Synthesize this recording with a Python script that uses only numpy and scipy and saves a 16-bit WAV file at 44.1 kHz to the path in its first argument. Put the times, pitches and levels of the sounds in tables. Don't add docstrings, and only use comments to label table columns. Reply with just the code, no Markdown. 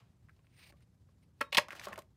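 import sys
import numpy as np
from scipy import signal
from scipy.io import wavfile
from scipy.ndimage import uniform_filter1d

SR = 44100
rng = np.random.default_rng(int(sys.argv[2]) if len(sys.argv) > 2 else 0)


def boost_factor(decibels):
    exponent = np.asarray(decibels, float) / 20
    return 10 ** exponent


def output_pcm(signal):
    pcm = np.clip(np.atleast_2d(signal).T, -1, 1) * 32767
    wavfile.write(sys.argv[1], SR, np.round(pcm).astype(np.int16))


N = 95608

# (frequency [Hz], level [dB], t60 [s])
DESK_MODES = [(200, -15.5, 0.078), (392, -2.5, 0.0182), (575, -0.5, 0.029), (815, -4, 0.0083),
              (1080, -3, 0.048)]
# (frequency [Hz], level [dB per Hz])
RUB_SPECTRUM = [(150, -9), (400, -1.5), (1000, 3), (1900, 1.5), (3200, 1), (5000, -4), (9000, -11),
                (15500, -15.5)]


def rms_one(x):
    return x / np.sqrt(np.mean(x ** 2) + 1e-20)


def at_hz(points, hz, axis=1):
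    points = np.array(points)
    return np.interp(np.log(hz), np.log(points[:, 0]), points[:, axis])


def filtered(order, hz, kind, x):
    return signal.sosfilt(signal.butter(order, hz, kind, fs=SR, output="sos"), x)


def drift(rate_hz):
    r = np.exp(-80 * np.pi * rate_hz / SR)
    slow = signal.lfilter([1], [1, -2 * r, r * r], rng.standard_normal(N // 40 + 2002))[2000:]
    return np.interp(np.arange(N) / 40, np.arange(len(slow)), rms_one(slow))


def ring(clicks, hz, t60_s):
    r = boost_factor(-60 / (t60_s * SR))
    w = 2 * np.pi * hz / SR
    return signal.lfilter([0, np.sin(w)], [1, -2 * r * np.cos(w), r * r], clicks + 1e-18)


def pulse(time_s, level_db):
    return (np.arange(N) == int(time_s * SR)) * boost_factor(level_db)


def bands(pair):
    edges_hz = 25 * 2 ** np.arange(0, 9.5, 1 / 3)
    for k, (low, high) in enumerate(zip(edges_hz, edges_hz[1:])):
        yield np.sqrt(low * high), filtered(2, [low, high], "band", pair[k % 2])


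def coloured(spectrum, patchy_db, grain=0., tilt=0.):
    grains_per_s, spread_db = 3500, 10.5
    heights = boost_factor(spread_db * np.minimum(rng.exponential(1, N), 5))
    grains = heights * rng.choice([-1, 1], N) * (rng.random(N) < grains_per_s / SR)
    share = np.clip(grain, 0, 1)
    pair = np.sqrt(1 - share) * rng.standard_normal((2, N)) + np.sqrt(share) * rms_one(grains)
    together = drift(32)
    parts = [(hz, boost_factor(at_hz(spectrum, hz)) * x) for hz, x in bands(pair)]
    scale = np.std(sum(x for _, x in parts))
    out = np.zeros(N)
    for hz, x in parts:
        flicker_db = patchy_db * (together + drift(23.6))
        out += x * boost_factor(tilt * np.log2(hz / 2000) + flicker_db)
    return out / scale


def snaps(contacts, modes):
    crumbs_per_s, crumb_db, crumb_s = 14000, -16, 0.0046
    crack_low_hz, crack_top_hz, crack_s, crack_rise_s = 3000, 8640, 0.0021, 0.0011
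    snap_cycles, soft_hz = 6.36, 3000
    t = np.arange(SR // 4) / SR
    out = np.zeros(N + SR)
    for time_s, peak_db, snap_hz, crack_db, body_db in contacts:
        torn = rng.standard_normal(len(t)) * (rng.random(len(t)) < crumbs_per_s / SR)
        force = boost_factor(crumb_db) * torn * np.exp(-t / crumb_s)
        force[0] = 1

        push = np.diff(filtered(2, soft_hz, "low", force), prepend=0) * SR / (2 * np.pi)
        body = np.zeros(len(t))
        for hz, db, t60_s in modes:
            gain = boost_factor(db + rng.normal(0, 1.5)) * rng.choice([-1, 1])
            body += gain * ring(push / hz, hz * rng.normal(1, 0.012), t60_s)

        t60_s = snap_cycles / snap_hz
        snap = ring(force, snap_hz, t60_s) + 0.33 * ring(force, 1.37 * snap_hz, t60_s)
        snap = filtered(2, [snap_hz / 1.35, snap_hz * 1.7], "band", snap)

        envelope = (np.exp(-t / crack_s) + 1e-9) * np.minimum(t / crack_rise_s, 1)
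        crack = rng.standard_normal(len(t)) * envelope + 2.5 * force
        crack = filtered(1, crack_top_hz, "low", filtered(2, crack_low_hz, "high", crack))

        i = int(time_s * SR)
        out[i:i + len(t)] += boost_factor(peak_db) * (snap + boost_factor(crack_db) * crack + boost_factor(body_db) * body)
    return out[:N]


def room(x):
    # (frequency [Hz], t60 [s], level [dB])
    tail_bands = [(150, 0.19, -25), (399, 0.2, -21.5), (1000, 0.2, -29.5), (1900, 0.17, -28),
                  (3000, .17, -30.5), (5100, 0.15, -25.5), (12100, 0.11, -22)]
    t = np.arange(SR // 2) / SR
    tail = np.zeros(len(t))
    for hz, noise in bands(rng.standard_normal((2, len(t)))):
        tail += noise * boost_factor(at_hz(tail_bands, hz, axis=2) - 60 * t / at_hz(tail_bands, hz))
    return signal.fftconvolve(x, tail * np.clip(t / 0.011, 0, 1) * boost_factor(-14))[:N]


def room_rumble():
    # (frequency [Hz], level [dB per Hz])
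    rumble_spectrum = [(25, -39.5), (65, -0.5), (135, -1.5), (230, -13.5), (450, -25), (1000, -31.5),
                       (2500, -39.5), (7000, -42), (15500, -50)]
    return boost_factor(-65.5) * coloured(rumble_spectrum, patchy_db=-1.0)


def fading_knock():
    level_db, t60_s = -70, 0.42
    decay = boost_factor(level_db - 60 * np.arange(N) / SR / t60_s)
    return decay * coloured(RUB_SPECTRUM, patchy_db=1.2, tilt=-3.5)


def spring():
    return ring(pulse(0.73, -75), hz=1190, t60_s=0.2)


def handling_ticks():
    # (time [s], peak [dB], snap pitch [Hz], edge crack [dB], body ring [dB])
    ticks = [(.2865, -54, 1440, -20, -18), (.294, -48, 1500, -20, -35), (.297, -54, 1480, -18, -30),
             (.365, -62, 4020, -27, -15), (.3925, -61, 2340, -21, -10), (.4447, -67, 1450, -12, -14),
             (.469, -59, 2390, -12, -16), (.603, -63, 517, -12, -8), (.6985, -60, 1500, 1, -7),
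             (.703, -62, 900, -3, -7), (.7238, -52.5, 1640, -10.5, -11), (.738, -58, 212, -40, -10),
             (.8064, -63, 1470, -5, -29), (1.0884, -66, 1500, -20, -8), (1.509, -62, 4000, -15, -38)]
    return snaps(ticks, DESK_MODES)


def slide():
    # (time [s], level [dB])
    strokes = [
        [(.42, -88), (.48, -84), (.54, -77.5), (.59, -65), (.63, -61), (.675, -64), (.69, -67), (.706, -62.5),
         (.717, -80)],
        [(.755, -104), (.77, -77.5), (.8, -84), (.825, -71), (.85, -102)],
        [(1.07, -100), (1.095, -90), (1.2, -95.5), (1.235, -73.5), (1.275, -111), (1.4, -79)],
        [(.1, -92), (.2, -91), (.3, -87), (.41, -87)],
    ]
    # (frequency [Hz], level [dB per Hz])
    hiss_spectrum = [(250, -7), (600, -12), (1200, -10), (2300, -7), (4300, -8), (6500, -18.5),
                     (10000, -21.5), (15500, -19.5)]
    # (frequency [Hz], width [Hz], level [dB])
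    hollows = [(2450, 1240, -13), (4800, 2400, -17), (8980, 1100, 3.5)]
    t = np.arange(N) / SR
    ordered = sorted(strokes, key=lambda stroke: stroke[0][0])
    time_s, level_db = np.transpose([row for stroke in ordered for row in stroke])
    moving = sum((t >= stroke[0][0]) & (t <= stroke[-1][0]) for stroke in strokes)
    hiss = coloured(hiss_spectrum, patchy_db=1.83, grain=0.12)
    resonant = np.zeros(N)
    for hz, width_hz, db in hollows:
        resonant += 2 * boost_factor(db) * filtered(2, [hz - width_hz / 2, hz + width_hz / 2], "band", hiss)
    gate = uniform_filter1d(moving * 1., size=300)
    return boost_factor(np.interp(t, time_s, level_db) - 3.5) * gate * (hiss + resonant)


def rub():
    # (time [s], level [dB], brightness [dB per octave])
    rubbing = [
        (1.681, -85, 1),
        (1.711, -56, -2),
        (1.745, -60.5, -2),
        (1.765, -52.5, -1),
        (1.793, -61, -2.5),
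        (1.856, -49, 2),
        (1.864, -57.5, -2.5),
        (1.899, -55.5, -4.5),
        (1.93, -68.5, -8),
        (1.994, -58.5, -4.5),
    ]
    stop_db_per_s = 600
    time_s, level_db, tilt = np.transpose(rubbing)
    t = np.arange(N) / SR
    level_db = np.interp(t, time_s, level_db, -140) - stop_db_per_s * np.maximum(t - time_s[-1], 0)
    tilt = np.interp(t, time_s, tilt)
    return boost_factor(level_db) * coloured(RUB_SPECTRUM, patchy_db=0.9, grain=0.31, tilt=tilt)


def card_taps():
    # (time [s], peak [dB], snap pitch [Hz], edge crack [dB], body ring [dB])
    taps = [(1.684, -37.5, 1090, -16, -38), (1.6842, -38.5, 2380, -12, -15.5),
            (1.6845, -42, 4900, -13.5, -40), (1.710, -42, 1740, -11, -23), (1.7335, -49, 2190, -15, -18),
            (1.7972, -48, 1960, -17, -19), (1.7975, -35, 4850, -13, -40), (1.834, -49, 2100, -22, -30),
            (1.8375, -36.5, 1900, -23, -34), (1.8725, -44, 1070, -19, -3), (1.8865, -40, 890, -25, -19),
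            (1.891, -45, 900, -21, -7), (1.910, -43, 940, -27, -16), (1.922, -43, 1320, -23, -3.5),
            (1.940, -45, 1390, -5, -18), (1.9592, -41.5, 1950, -12, -44), (1.9805, -35, 1020, -32, -19),
            (1.9895, -42.5, 1100, 3.5, -26), (1.993, -60.5, 760, -21, -3), (1.7062, -28.5, 1730, -18, -34),
            (1.7205, -35, 1620, -20, -25), (1.7243, -38.5, 1870, -7, -21), (1.730, -34.5, 1770, -16, -16.5),
            (1.689, -39, 1460, -27, -16), (1.7518, -39, 1510, -9, -16.5), (1.7958, -33, 1980, -12, -19.5),
            (1.8145, -38.5, 1760, -31, -34), (1.8705, -41.5, 970, -21, 0.5),
            (1.8845, -33.5, 1170, -9.5, -27), (1.9065, -44, 900, -29, -26), (1.926, -42.5, 1520, -7, -4.5),
            (1.9295, -31.5, 1880, -14.5, -15), (1.9355, -39, 1000, -10, -22), (1.9578, -38, 2030, -16, -32),
            (1.978, -44, 1530, 2, 0), (1.9866, -53, 1120, -1, 9.5), (2.020, -50, 2000, -4.5, -44)]
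    return snaps(taps, DESK_MODES)


def lever_stop():
    return ring(uniform_filter1d(pulse(1.5815, -27), size=20), hz=560, t60_s=0.04)


def die_bite():
    # (time [s], peak [dB], snap pitch [Hz], edge crack [dB], body ring [dB])
    bites = [
        (1.4065, -44, 2700, -24, -26.5),
        (1.4088, -26.5, 1700, -13.5, -21),
        (1.410, -32, 1950, -8.5, -10),
        (1.4113, -30, 2040, -3.5, -8),
        (1.4127, -20, 2450, -16.5, -11.5),
        (1.4148, -26, 1590, -22.5, -18),
        (1.4165, -30.5, 1560, -14.5, -15),
        (1.4188, -31.5, 1310, -19.5, -23.5),
        (1.422, -44, 2560, -11, -21.5),
        (1.427, -41, 2410, -8.5, -18.5),
    ]
    # (frequency [Hz], level [dB], t60 [s])
    gripped_modes = [(270, -6, 0.03), (573, -4.5, 0.041), (910, -13.5, 0.025), (1100, -1, 0.018),
                     (1340, -2.5, 0.032), (1534, -1.5, 0.029), (1950, -6.5, 0.019), (2450, -13, 0.051),
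                     (1110, -25.5, 0.34), (3100, -7, 0.025), (3770, -32, 0.41), (4350, -10, 0.034),
                     (5370, -6.5, 0.023)]
    return snaps(bites, gripped_modes)


def die_shear():
    # (time [s], peak [dB], snap pitch [Hz], edge crack [dB], body ring [dB])
    cuts = [(1.5225, -34, 3560, -16.5, -29.5), (1.5245, -35, 2644, -14.5, -27.5),
            (1.526, -27.5, 2850, -12, -15), (1.5278, -17.5, 2490, -22, -20),
            (1.5292, -23, 2690, -11.5, -29), (1.534, -26.5, 2620, -13.5, -32),
            (1.542, -34.5, 3000, -6, -27.5), (1.5472, -14.5, 3040, -14, -31.5),
            (1.5487, -19.5, 3520, -12, -18), (1.5505, -21.5, 2710, -20.5, -25),
            (1.5525, -23, 2020, -17.5, -27.5), (1.5565, -29.5, 3300, -15, -26),
            (1.5707, -6.5, 3000, -19.5, -35), (1.5717, -11.5, 3307, -16, -30), (1.5735, -13, 3100, -8, -25),
            (1.5767, -12.5, 3035, -8.5, -17), (1.5785, -15, 3100, -12, -13.5),
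            (1.5798, -16.5, 1007, -20, -10.5), (1.5826, -7, 2450, -17.5, -21),
            (1.5829, -10.5, 3750, -12, -37), (1.5845, -10.5, 1926, -19, -31),
            (1.5858, -17, 860, -23, -10.5), (1.589, -30.5, 909, -19.5, -6),
            (1.5915, -30.5, 2200, -7.5, -13.5), (1.597, -29, 4500, -23, -20.5)]
    # (frequency [Hz], level [dB], t60 [s])
    housing_modes = [(151.4, -11.5, 0.024), (430, -18, 0.014), (573, -9.5, 0.054), (601, -9, 0.084),
                     (772, -13.5, 0.065), (1723, -16, 0.029), (2144, -17, 0.044), (945, -1, 0.019),
                     (930, -7, 0.051), (1102, -5.5, 0.053), (1900, -19, 0.025), (2700, -20.5, .03),
                     (3016, -19, .03), (4050, -4.5, .03)]
    return snaps(cuts, housing_modes)


def scene():
    near = handling_ticks() + rub() + card_taps() + lever_stop() + die_bite() + die_shear()
    near = filtered(3, 108, "high", near)
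    mix = room_rumble() + fading_knock() + spring() + slide() + near + room(near)
    return mix[None]


def band_limit(x):
    return signal.sosfilt(signal.butter(12, 16990, fs=SR, output="sos"), x)


def record(dry):
    low_pass = signal.cheby2(10, 60, 16900, fs=SR, output="sos")
    mix = signal.sosfilt(low_pass, dry)
    return band_limit(mix)


dry = scene()
out = record(dry)
output_pcm(out)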